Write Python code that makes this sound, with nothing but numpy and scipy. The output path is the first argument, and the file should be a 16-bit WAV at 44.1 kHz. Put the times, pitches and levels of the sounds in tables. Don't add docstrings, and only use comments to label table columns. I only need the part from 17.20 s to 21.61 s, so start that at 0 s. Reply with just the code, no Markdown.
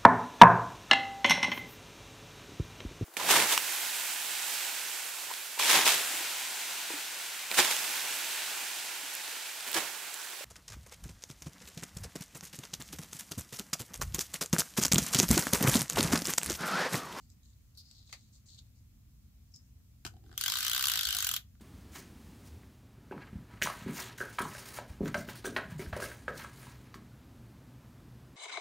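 import sys
import numpy as np
from scipy import signal
from scipy.fft import rfft, irfft, next_fast_len
from scipy.io import wavfile
from scipy.ndimage import uniform_filter1d

SR = 44100
rng = np.random.default_rng(int(sys.argv[2]) if len(sys.argv) > 2 else 0)


def amplitude_ratio(level_db):
    exponent = np.asarray(level_db, float) / 20
    return 10 ** exponent


def to_wav(sig):
    pcm = np.clip(np.atleast_2d(sig), -1, 1) * 32767
    pcm = np.round(pcm).astype(np.int16)
    wavfile.write(sys.argv[1], SR, pcm.T)


N = 194428


def evened(x):
    return x / np.sqrt(np.mean(x ** 2) + 1e-20)


def read(points, hz):
    f, value = np.transpose(points)
    return np.interp(np.log(hz + 1), np.log(f + 1), value)


def add(mix, start_s, sound):
    part = mix[:, round(start_s * SR):][:, :sound.shape[1]]
    part += sound[:, :part.shape[1]]


def curve_db(rows):
    s, db = np.transpose(rows)
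    return np.interp(np.arange(N) / SR, s, db, -120, -120)


def high_pass(x, hz):
    return signal.sosfilt(signal.butter(6, hz, "high", fs=SR, output="sos"), x)


def pair(left, other, same):
    same = np.clip(same, -1, 1)[:, None]
    return np.array([left, same * left + np.sqrt(1 - same ** 2) * other])


def noise(spectrum, likeness, patchy_db, size=1024):
    frames, hz = 4 * N // size + 5, np.fft.rfftfreq(size, 1 / SR)
    a, b, c, d, patches = rng.standard_normal((frames, len(hz), 5)).T
    patches = uniform_filter1d(patches, size=8, axis=0)
    patches = evened(uniform_filter1d(patches, size=10, axis=1))
    bins = pair(a + 1j * b, c + 1j * d, read(likeness, hz))
    bins = bins * amplitude_ratio(read(spectrum, hz)[:, None] + patchy_db * patches)
    return evened(signal.istft(bins, nperseg=size, noverlap=3 * size // 4)[1][:, :N])


def specks(per_s, spread_db, most, blur):
    size = amplitude_ratio(spread_db * np.minimum(rng.exponential(1, N), most))
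    return evened(uniform_filter1d(size * (rng.random(N) < per_s / SR), size=blur))


def resonate(x, hz, width_hz):
    turn = np.exp(2j * np.pi * np.cumsum(hz * np.ones(x.shape[1])) / SR)
    r = np.exp(-np.pi * width_hz / SR)
    return 2 * (turn * signal.lfilter([1 - r], [1, -r], x / turn)).real


def ring(modes, scatter_db=4.0, loose=0.6, alike_hz=2800, count=6, length=1000):
    spread, detune = 0.05, 0.015
    hz, db, t60_s = np.repeat(np.transpose(modes), count, axis=1)[:, None, :, None]
    t, k = np.arange(length) / SR, np.arange(hz.size)[:, None]
    chance = rng.standard_normal((6, hz.size, 1))
    cluster = spread * np.sin(2.4 * k ** 2)
    path = np.array([np.sin(1.7 * k ** 2), np.cos(2.9 * k ** 2)]) + loose * chance[3:5]
    phase = 1.67 * np.sin(3.3 * k ** 2) + loose * chance[5] + np.minimum(hz / alike_hz, 1.2) * path
    swing_up = 1 - np.exp(-1.5 * hz * t)
    weight = amplitude_ratio(db + scatter_db * chance[1:3] - 60 * t / t60_s) * swing_up
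    return (weight * np.sin(2 * np.pi * hz * (1 + cluster + detune * chance[0]) * t + phase)).sum(1)


def blow(parts, blow_db, parts_db, trims_db, chatters_s, count=60):
    out, rise_s = np.zeros((2, 2400)), 0.0004
    when, size = rng.random((count, 2)).T
    strength = 0.62 * (2 * size - 1) * np.exp(-2.2 * when)
    for modes, part_db, trim_db, chatter_s in zip(parts, parts_db, trims_db, chatters_s):
        contacts = np.zeros(400)
        contacts[np.minimum(when ** 1.3 * chatter_s * SR, 399).astype(int)] = strength
        contacts[int(rise_s * SR)] = 1
        part = signal.fftconvolve(ring(modes), contacts[None], axes=1)
        loudest = np.sqrt(uniform_filter1d((part ** 2).mean(0), size=200).max())
        add(out, 0, amplitude_ratio(blow_db + part_db + trim_db) * part / loudest)
    return out


# frequency in Hz, level in dB per Hz.
RUMBLE = [(12, -56), (20, -15), (30, -19.5), (37, -4), (64, -1), (109, -4.5), (125, -7), (141, -13),
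          (172, -18), (218, -15), (259, -20.5), (307, -25.5), (340, -36), (600, -44.5), (780, -67.5),
          (1320, -120)]
# frequency in Hz, level in dB per Hz.
HISS = [(240, -26.5), (400, -1.5), (553, -5.5), (742, -4), (906, -8), (979, -6), (1290, -6.5), (1400, -6),
        (1510, -8), (2320, -6), (3160, -6.5), (7170, -4.5), (9040, -10), (14800, -4), (16000, -10)]
# frequency in Hz, left-right likeness from -1 to 1.
FLOOR_LIKENESS = [(60, 0.99), (180, 0.87), (550, 0.13), (1650, 0.13), (4970, -0.25), (15000, 0.17)]


def floor():
    rumble_db, hum_db, hiss_db = -58, -17.5, -73
    leaning_db, thump_db, thump_s = 1.5, 4, 0.1
    lull_s, lull_length_s, lull_db = 0.68, 0.26, -3
    rumble = noise(RUMBLE, FLOOR_LIKENESS, 0.5, size=4096)
    hum = evened(resonate(rumble, 56, 3.6))
    t = np.arange(N) / SR
    after = np.maximum(t - LANDING[0][0], 0)
    load_db = (after > 0) * (leaning_db + thump_db * np.exp(-after / thump_s))
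    load_db = load_db + lull_db * np.exp(-((t - lull_s) / lull_length_s) ** 2)
    heave = amplitude_ratio(rumble_db + uniform_filter1d(load_db, size=1000))
    return heave * (rumble + amplitude_ratio(hum_db) * hum) + amplitude_ratio(hiss_db) * noise(HISS, FLOOR_LIKENESS, 0.98)


# start in seconds, length in seconds, level in dB,
# centre in Hz, upper band over lower in dB.
RUBS = [
    [(0.0, 0.078, -71.5, 4530, 3), (.09, 0.048, -70, 5000, 3), (.225, .11, -70.5, 3800, 3),
     (.33, 0.25, -85.5, 4280, 8)],
    [(.545, 0.031, -67, 4500, -5), (.571, 0.049, -49, 4540, -17), (.63, 0.17, -58.5, 4640, -11),
     (.735, 0.12, -60.5, 3880, -12), (.85, 0.15, -60.5, 3900, -2), (.922, 0.018, -55, 4260, 4),
     (.98, .12, -69, 4100, 0), (1.12, 0.063, -64, 4170, 3.5), (1.255, 0.053, -65.5, 4300, 6),
     (1.28, 0.088, -54.5, 4080, -6), (1.378, 0.022, -49, 3830, -9), (1.41, 0.089, -75, 4100, -2),
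     (1.55, .06, -74.5, 4500, 2)],
    [(2.31, 0.051, -76, 5200, 4), (2.335, 0.047, -52, 5250, -10), (2.4, .1, -82, 5300, 8)],
]
# lower width in Hz, upper band in Hz, upper width in Hz.
GRIPS = [(1300, 6960, 3500), (1400, 6800, 4000), (600, 6500, 2700)]


def fingers():
    rise, hold, fall_db = 0.17, 0.65, 21
    out = np.zeros((2, N))
    grain = rng.standard_normal((2, N)) * (0.5 + 0.25 * specks(700, 6.5, 4, 40))
    for rub, (width_hz, upper_hz, upper_width_hz) in zip(RUBS, GRIPS):
        start, length, db, hz, upper_db = np.transpose(rub)[:, :, None]
        span = slice(round(rub[0][0] * SR), round((rub[-1][0] + 2 * rub[-1][1]) * SR))
        u = (np.arange(N)[span] / SR - start) / length
        slide = np.clip(u / rise, 0, 1) * amplitude_ratio(db - 6.5 - fall_db * np.maximum(u - hold, 0)) + 1e-9
        centre_hz = uniform_filter1d((slide * hz).sum(0) / slide.sum(0), size=800)
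        lower = resonate(resonate(grain[:, span], centre_hz, width_hz), centre_hz, width_hz)
        lower = evened(high_pass(lower, 3100))
        upper = grain[:, span]
        for stage in range(4):
            upper = evened(resonate(upper, upper_hz, upper_width_hz))
        out[:, span] = np.linalg.norm(slide, axis=0) * lower
        out[:, span] += np.linalg.norm(slide * amplitude_ratio(upper_db), axis=0) * upper
    return out


# frequency in Hz, level in dB, t60 in seconds.
CAVITY = [(751, 18, 0.041), (1030, -5, .03)]
SHELL = [(834, -21, 0.018), (1132, -1.5, 0.016), (1283, 7, 0.02), (1523, 11, 0.017), (1950, 1.5, 0.016),
         (2440, -6.5, .01)]
WALLS = [(2976, -3, 0.011), (3171, 2.5, 0.025), (3440, 2, 0.014), (3874, 0.6, 0.021), (4300, 3.5, 0.011),
         (4636, 2, 0.013), (5200, -1.5, 0.013)]
RIBS = [(5860, 2.5, 0.0058), (6560, 1.5, 0.015), (7020, -1.5, 0.0038), (7600, 4, 0.011),
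        (8680, -3.5, 0.0073)]
PAWL = [(10400, -6, 0.011), (11580, -1, 0.0099), (12200, 0, 0.0041), (13150, 1.5, 0.0076),
        (14100, 0.5, 0.013), (14400, -21, 0.0028)]
# start in seconds, level in dB, ribs over walls in dB.
TICKS = [
    (0.101, -62.5, 11.5),
    (0.232, -66, 7),
    (0.257, -62, -2),
    (0.332, -69, -6),
    (0.551, -62, 2),
    (0.573, -51.5, -3),
    (0.609, -59, 2),
    (0.712, -51, 3.5),
    (1.389, -50, 1),
    (2.361, -65, 20),
]
# start in seconds, level in dB, shell over cavity in dB.
CREAKS = [(2.938, -65.5, -9), (2.966, -65.5, -7), (3.039, -68, -3), (3.062, -66.5, 12), (3.078, -84, 12),
          (3.093, -65.5, 19), (3.114, -60, 20.5), (3.127, -57, 11), (3.139, -63, 18), (4.352, -72.5, 24),
          (4.398, -69, 13)]


def handling():
    tick_cavity_db, tick_shell_db, creak_walls_db, creak_ribs_db = -35, -19, -0.5, 0
    trims_db, chatters_s = [-1.0, -8.5, -2.5, -8.0], [0.003] * 4
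    out = np.zeros((2, N))
    seam = RIBS + [(hz, db - 13, t60_s) for hz, db, t60_s in PAWL]
    for s, db, ribs_db in TICKS:
        parts_db = [tick_cavity_db, tick_shell_db, 0, ribs_db]
        add(out, s, blow([CAVITY, SHELL, WALLS[3:], seam], db, parts_db, trims_db, chatters_s, count=6))
    for s, db, slip_db in CREAKS:
        parts_db = [-slip_db / 2, slip_db / 2, creak_walls_db, creak_ribs_db]
        add(out, s, blow([CAVITY, SHELL, WALLS, seam], db, parts_db, trims_db, chatters_s, count=10))
    return high_pass(out, 650)


# frequency in Hz, left-right likeness from 0 to 1.
RUNNER_LIKENESS = [(60, 0.78), (180, 0.59), (550, 0.9), (1650, 0.091), (4970, 0.063), (15000, 0.072)]


def snaps(rows, spectrum, rattle, t60_s):
    size = 2048
    out, t = np.zeros((2, N)), np.arange(size) / SR
    gain_db = np.maximum(read(spectrum, abs(np.fft.fftfreq(size, 1 / SR))), -60)
    colour = np.fft.ifft(np.exp(np.conj(signal.hilbert(np.log(amplitude_ratio(gain_db)))))).real
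    likeness = read(RUNNER_LIKENESS, np.fft.rfftfreq(size, 1 / SR))
    for s, peak_db in rows:
        left, other = rfft(rng.standard_normal((2, size)) * amplitude_ratio(-60 * t / t60_s))[:, :, None]
        strike = rattle * irfft(pair(left, other, likeness)[:, :, 0])
        strike[:, 40] = 1
        snap = signal.fftconvolve(strike, colour[None], axes=1)
        add(out, s, amplitude_ratio(peak_db) * snap / abs(snap).max())
    return out


# start in seconds, peak in dB.
UNSTICK = [
    (0.573, -48),
]
# frequency in Hz, level in dB per Hz.
UNSTICK_COLOUR = [(2200, -48), (4000, -3), (9000, -4), (14500, 0), (16000, -11.5)]


def fingertip():
    return snaps(UNSTICK, UNSTICK_COLOUR, rattle=0.4, t60_s=0.19)


# start in seconds, peak in dB.
NAIL = [
    (0.893, -51.5),
    (0.927, -30),
]
# frequency in Hz, level in dB per Hz.
NAIL_COLOUR = [(180, -69), (420, -13), (725, -2), (885, -9), (1690, -4.5), (2100, 3), (3080, -5), (4750, 2),
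               (5430, -9), (6300, -3.5), (9550, -17.5), (12300, -17), (16000, -23)]


def nail():
    return snaps(NAIL, NAIL_COLOUR, rattle=0.13, t60_s=0.09)


# start in seconds, peak in dB.
LANDING = [
    (2.85, -27),
    (2.856, -50),
    (2.864, -31),
    (2.874, -37.5),
]
# frequency in Hz, level in dB per Hz.
LANDING_COLOUR = [(240, -27), (400, -22), (553, -29), (719, -6.5), (1070, -12), (1560, -2), (1870, -19),
                  (3120, -4), (3420, -14.5), (4110, -9), (7280, -11.5), (10500, -23), (13100, -17),
                  (15300, -27), (16000, -58)]


def landing():
    return snaps(LANDING, LANDING_COLOUR, rattle=0.99, t60_s=0.039)


# frequency in Hz, level in dB, t60 in seconds.
TABLE = [(56.6, -5, 0.11), (105, 5, 0.044), (171, 3.5, 0.092), (292, 8.5, 0.033), (366, -3, 0.11)]


def table():
    out = np.zeros((2, N))
    knock = ring(TABLE, scatter_db=3.0, loose=0.19, alike_hz=9100, count=1, length=9000)
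    add(out, LANDING[0][0], amplitude_ratio(-44.5) * knock)
    return out


# time in seconds, cavity level in dB.
GROAN = [(2.92, -78), (3.024, -80), (3.114, -68.5), (3.282, -70), (3.34, -69), (3.668, -62), (3.94, -68),
         (4.18, -74.5), (4.22, -90.5)]


def groan():
    top_limit_db, easing_db_per_s = -69.5, 10.5
    rub = noise([(200, 0.01), (1200, 0.0071)], RUNNER_LIKENESS, 4.5)
    cavity = evened(resonate(resonate(rub, 735, 62), 735, 62))
    top = evened(resonate(resonate(rub, 300, 160), 300, 160))
    cavity_db = curve_db(GROAN) - 0.5
    limit_db = top_limit_db - easing_db_per_s * (np.arange(N) / SR - 3.1)
    return amplitude_ratio(cavity_db) * cavity + amplitude_ratio(np.minimum(cavity_db + 19, limit_db)) * top


# tooth number, gap to the next tooth in ms.
PACE = [(0, 32.92), (1, 25.42), (6, 16.41), (12, 19.88), (14, 16.75), (27, 14.47), (30, 18.89), (45, 19.63),
        (51, 25.6)]
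PINION_MS = [.05, -.06, -.91, -.91, -.08, 1.91]


def tooth_times():
    first_tooth_s, spool_teeth, spool_ms, spool_phase = 3.1773, 4.903, 1.27, 0.337
    k = np.arange(PACE[-1][0] + 1)
    gap_ms = np.interp(k, *np.transpose(PACE)) + np.resize(PINION_MS, len(k))
    gap_ms = gap_ms + spool_ms * np.sin(2 * np.pi * k / spool_teeth + spool_phase)
    return first_tooth_s + np.append(0, np.cumsum(gap_ms)) / 1000


# time in seconds, grind in dB.
ROLL = [
    (3.05, -76),
    (3.17, -63.5),
    (3.19, -40),
    (3.35, -34),
    (3.6, -34.5),
    (3.85, -35),
    (4.05, -36),
    (4.172, -39),
    (4.21, -72.5),
]
# frequency in Hz, level in dB per Hz.
GRIND = [(180, -55), (300, -24), (398, -35), (737, -23), (900, -30), (1120, -11.5), (1500, 1.5),
         (1720, -1.5), (2520, -2.5), (3290, 6), (5700, 0.5), (7440, -2), (9090, -5), (13800, -6.5),
         (16000, -38)]


def roller():
    teeth_s = tooth_times()
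    climb = np.interp(np.arange(N) / SR, teeth_s, np.arange(len(teeth_s))) % 1
    settle_db = -2.5 * climb + 3 * climb ** 8
    swell = amplitude_ratio(curve_db(ROLL) - 2.0 + settle_db)
    grit = 0.67 + 0.2 * specks(2500, 2.4, 3, 30)
    return swell * noise(GRIND, RUNNER_LIKENESS, 2.8, size=256) * grit


# time in seconds, pull in dB, press on the shell in dB,
# flick of the pawl in dB.
STROKE = [(3.177, -37.5, 0.5, -0.5), (3.26, -33, 4, -3.5), (3.39, -38.5, 4, -3), (3.52, -33.5, -0.5, -2.5),
          (3.6, -36, 5.5, -4), (3.67, -32.5, 2, -2), (3.88, -35, -3.5, -6), (4.05, -38.5, 5.5, 3.5),
          (4.165, -35.5, -3, -3.5)]


def ratchet():
    shell_db, ribs_db, pawl_db, tooth_scatter_db = -11, -1, 1.5, 0.82
    trims_db, chatters_s = [4.76, 4.17, 5.5, 5.36], [0.004, 0.0075, 0.007, 0.0065]
    out, times, stroke = np.zeros((2, N)), tooth_times(), np.transpose(STROKE)
    pull, press, flick = (np.interp(times, stroke[0], column) for column in stroke[1:])
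    parts_db = np.transpose([shell_db + press, 0 * pull, ribs_db + flick, pawl_db + flick])
    parts_db = parts_db + tooth_scatter_db * rng.standard_normal(parts_db.shape)
    for s, pull_db, tooth_db in zip(times, pull, parts_db):
        add(out, s, blow([SHELL, WALLS, RIBS, PAWL], pull_db, tooth_db, trims_db, chatters_s))
    return high_pass(out, 960)


# frequency in Hz, t60 in seconds.
ROOM = [(300, 0.17), (1300, 0.17), (4000, 0.14), (12000, 0.14)]


def echoes():
    taps = np.zeros((2, SR // 3))
    at = np.arange(160, SR // 3 - 10, 10)
    at = at + rng.integers(0, 10, (2, len(at)))
    np.put_along_axis(taps, at, rng.choice([-1., 1.], at.shape), 1)
    hz, t, bins = signal.stft(taps, SR, nperseg=128)
    bins = pair(*bins, read(RUNNER_LIKENESS, hz)) * amplitude_ratio(-60 * t / read(ROOM, hz)[:, None])
    tail = signal.istft(bins, SR, nperseg=128)[1]
    return tail / np.linalg.norm(tail[0])


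def room(x, count=3):
    turn = 2 * np.pi * 17 * np.arange(N) / SR
    shares = [np.sqrt(2 / count) * np.cos(turn - np.pi * k / count) ** 2 for k in range(count)]
    return sum(signal.oaconvolve(x * share, echoes(), axes=1)[:, :N] for share in shares)


# frequency in Hz, left minus right in dB.
LEAN = [(60, -15), (180, 5), (550, 2), (1650, 0), (4970, 3.5), (15000, -2)]


def scene():
    runner = fingers() + handling() + fingertip() + nail() + landing() + table() + groan()
    runner = runner + roller() + ratchet()
    heard = runner + amplitude_ratio(-9.0) * room(runner)
    size = next_fast_len(N, True)
    port = amplitude_ratio(read(LEAN, np.fft.rfftfreq(size, 1 / SR)) / 2)
    return irfft(rfft(heard, size) * np.array([port, 1 / port]), size)[:, :N] + floor()


def top_cut(x):
    return signal.sosfilt(signal.butter(12, 16360, fs=SR, output="sos"), x)


def record(dry):
    cut = signal.sosfilt(signal.butter(3, 42, "high", fs=SR, output="sos"), dry)
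    edge = signal.firwin(301, 15750, window=("kaiser", 9), fs=SR)
    mix = signal.oaconvolve(cut, edge[None], "same")
    return top_cut(mix)


dry = scene()
out = record(dry)
to_wav(out)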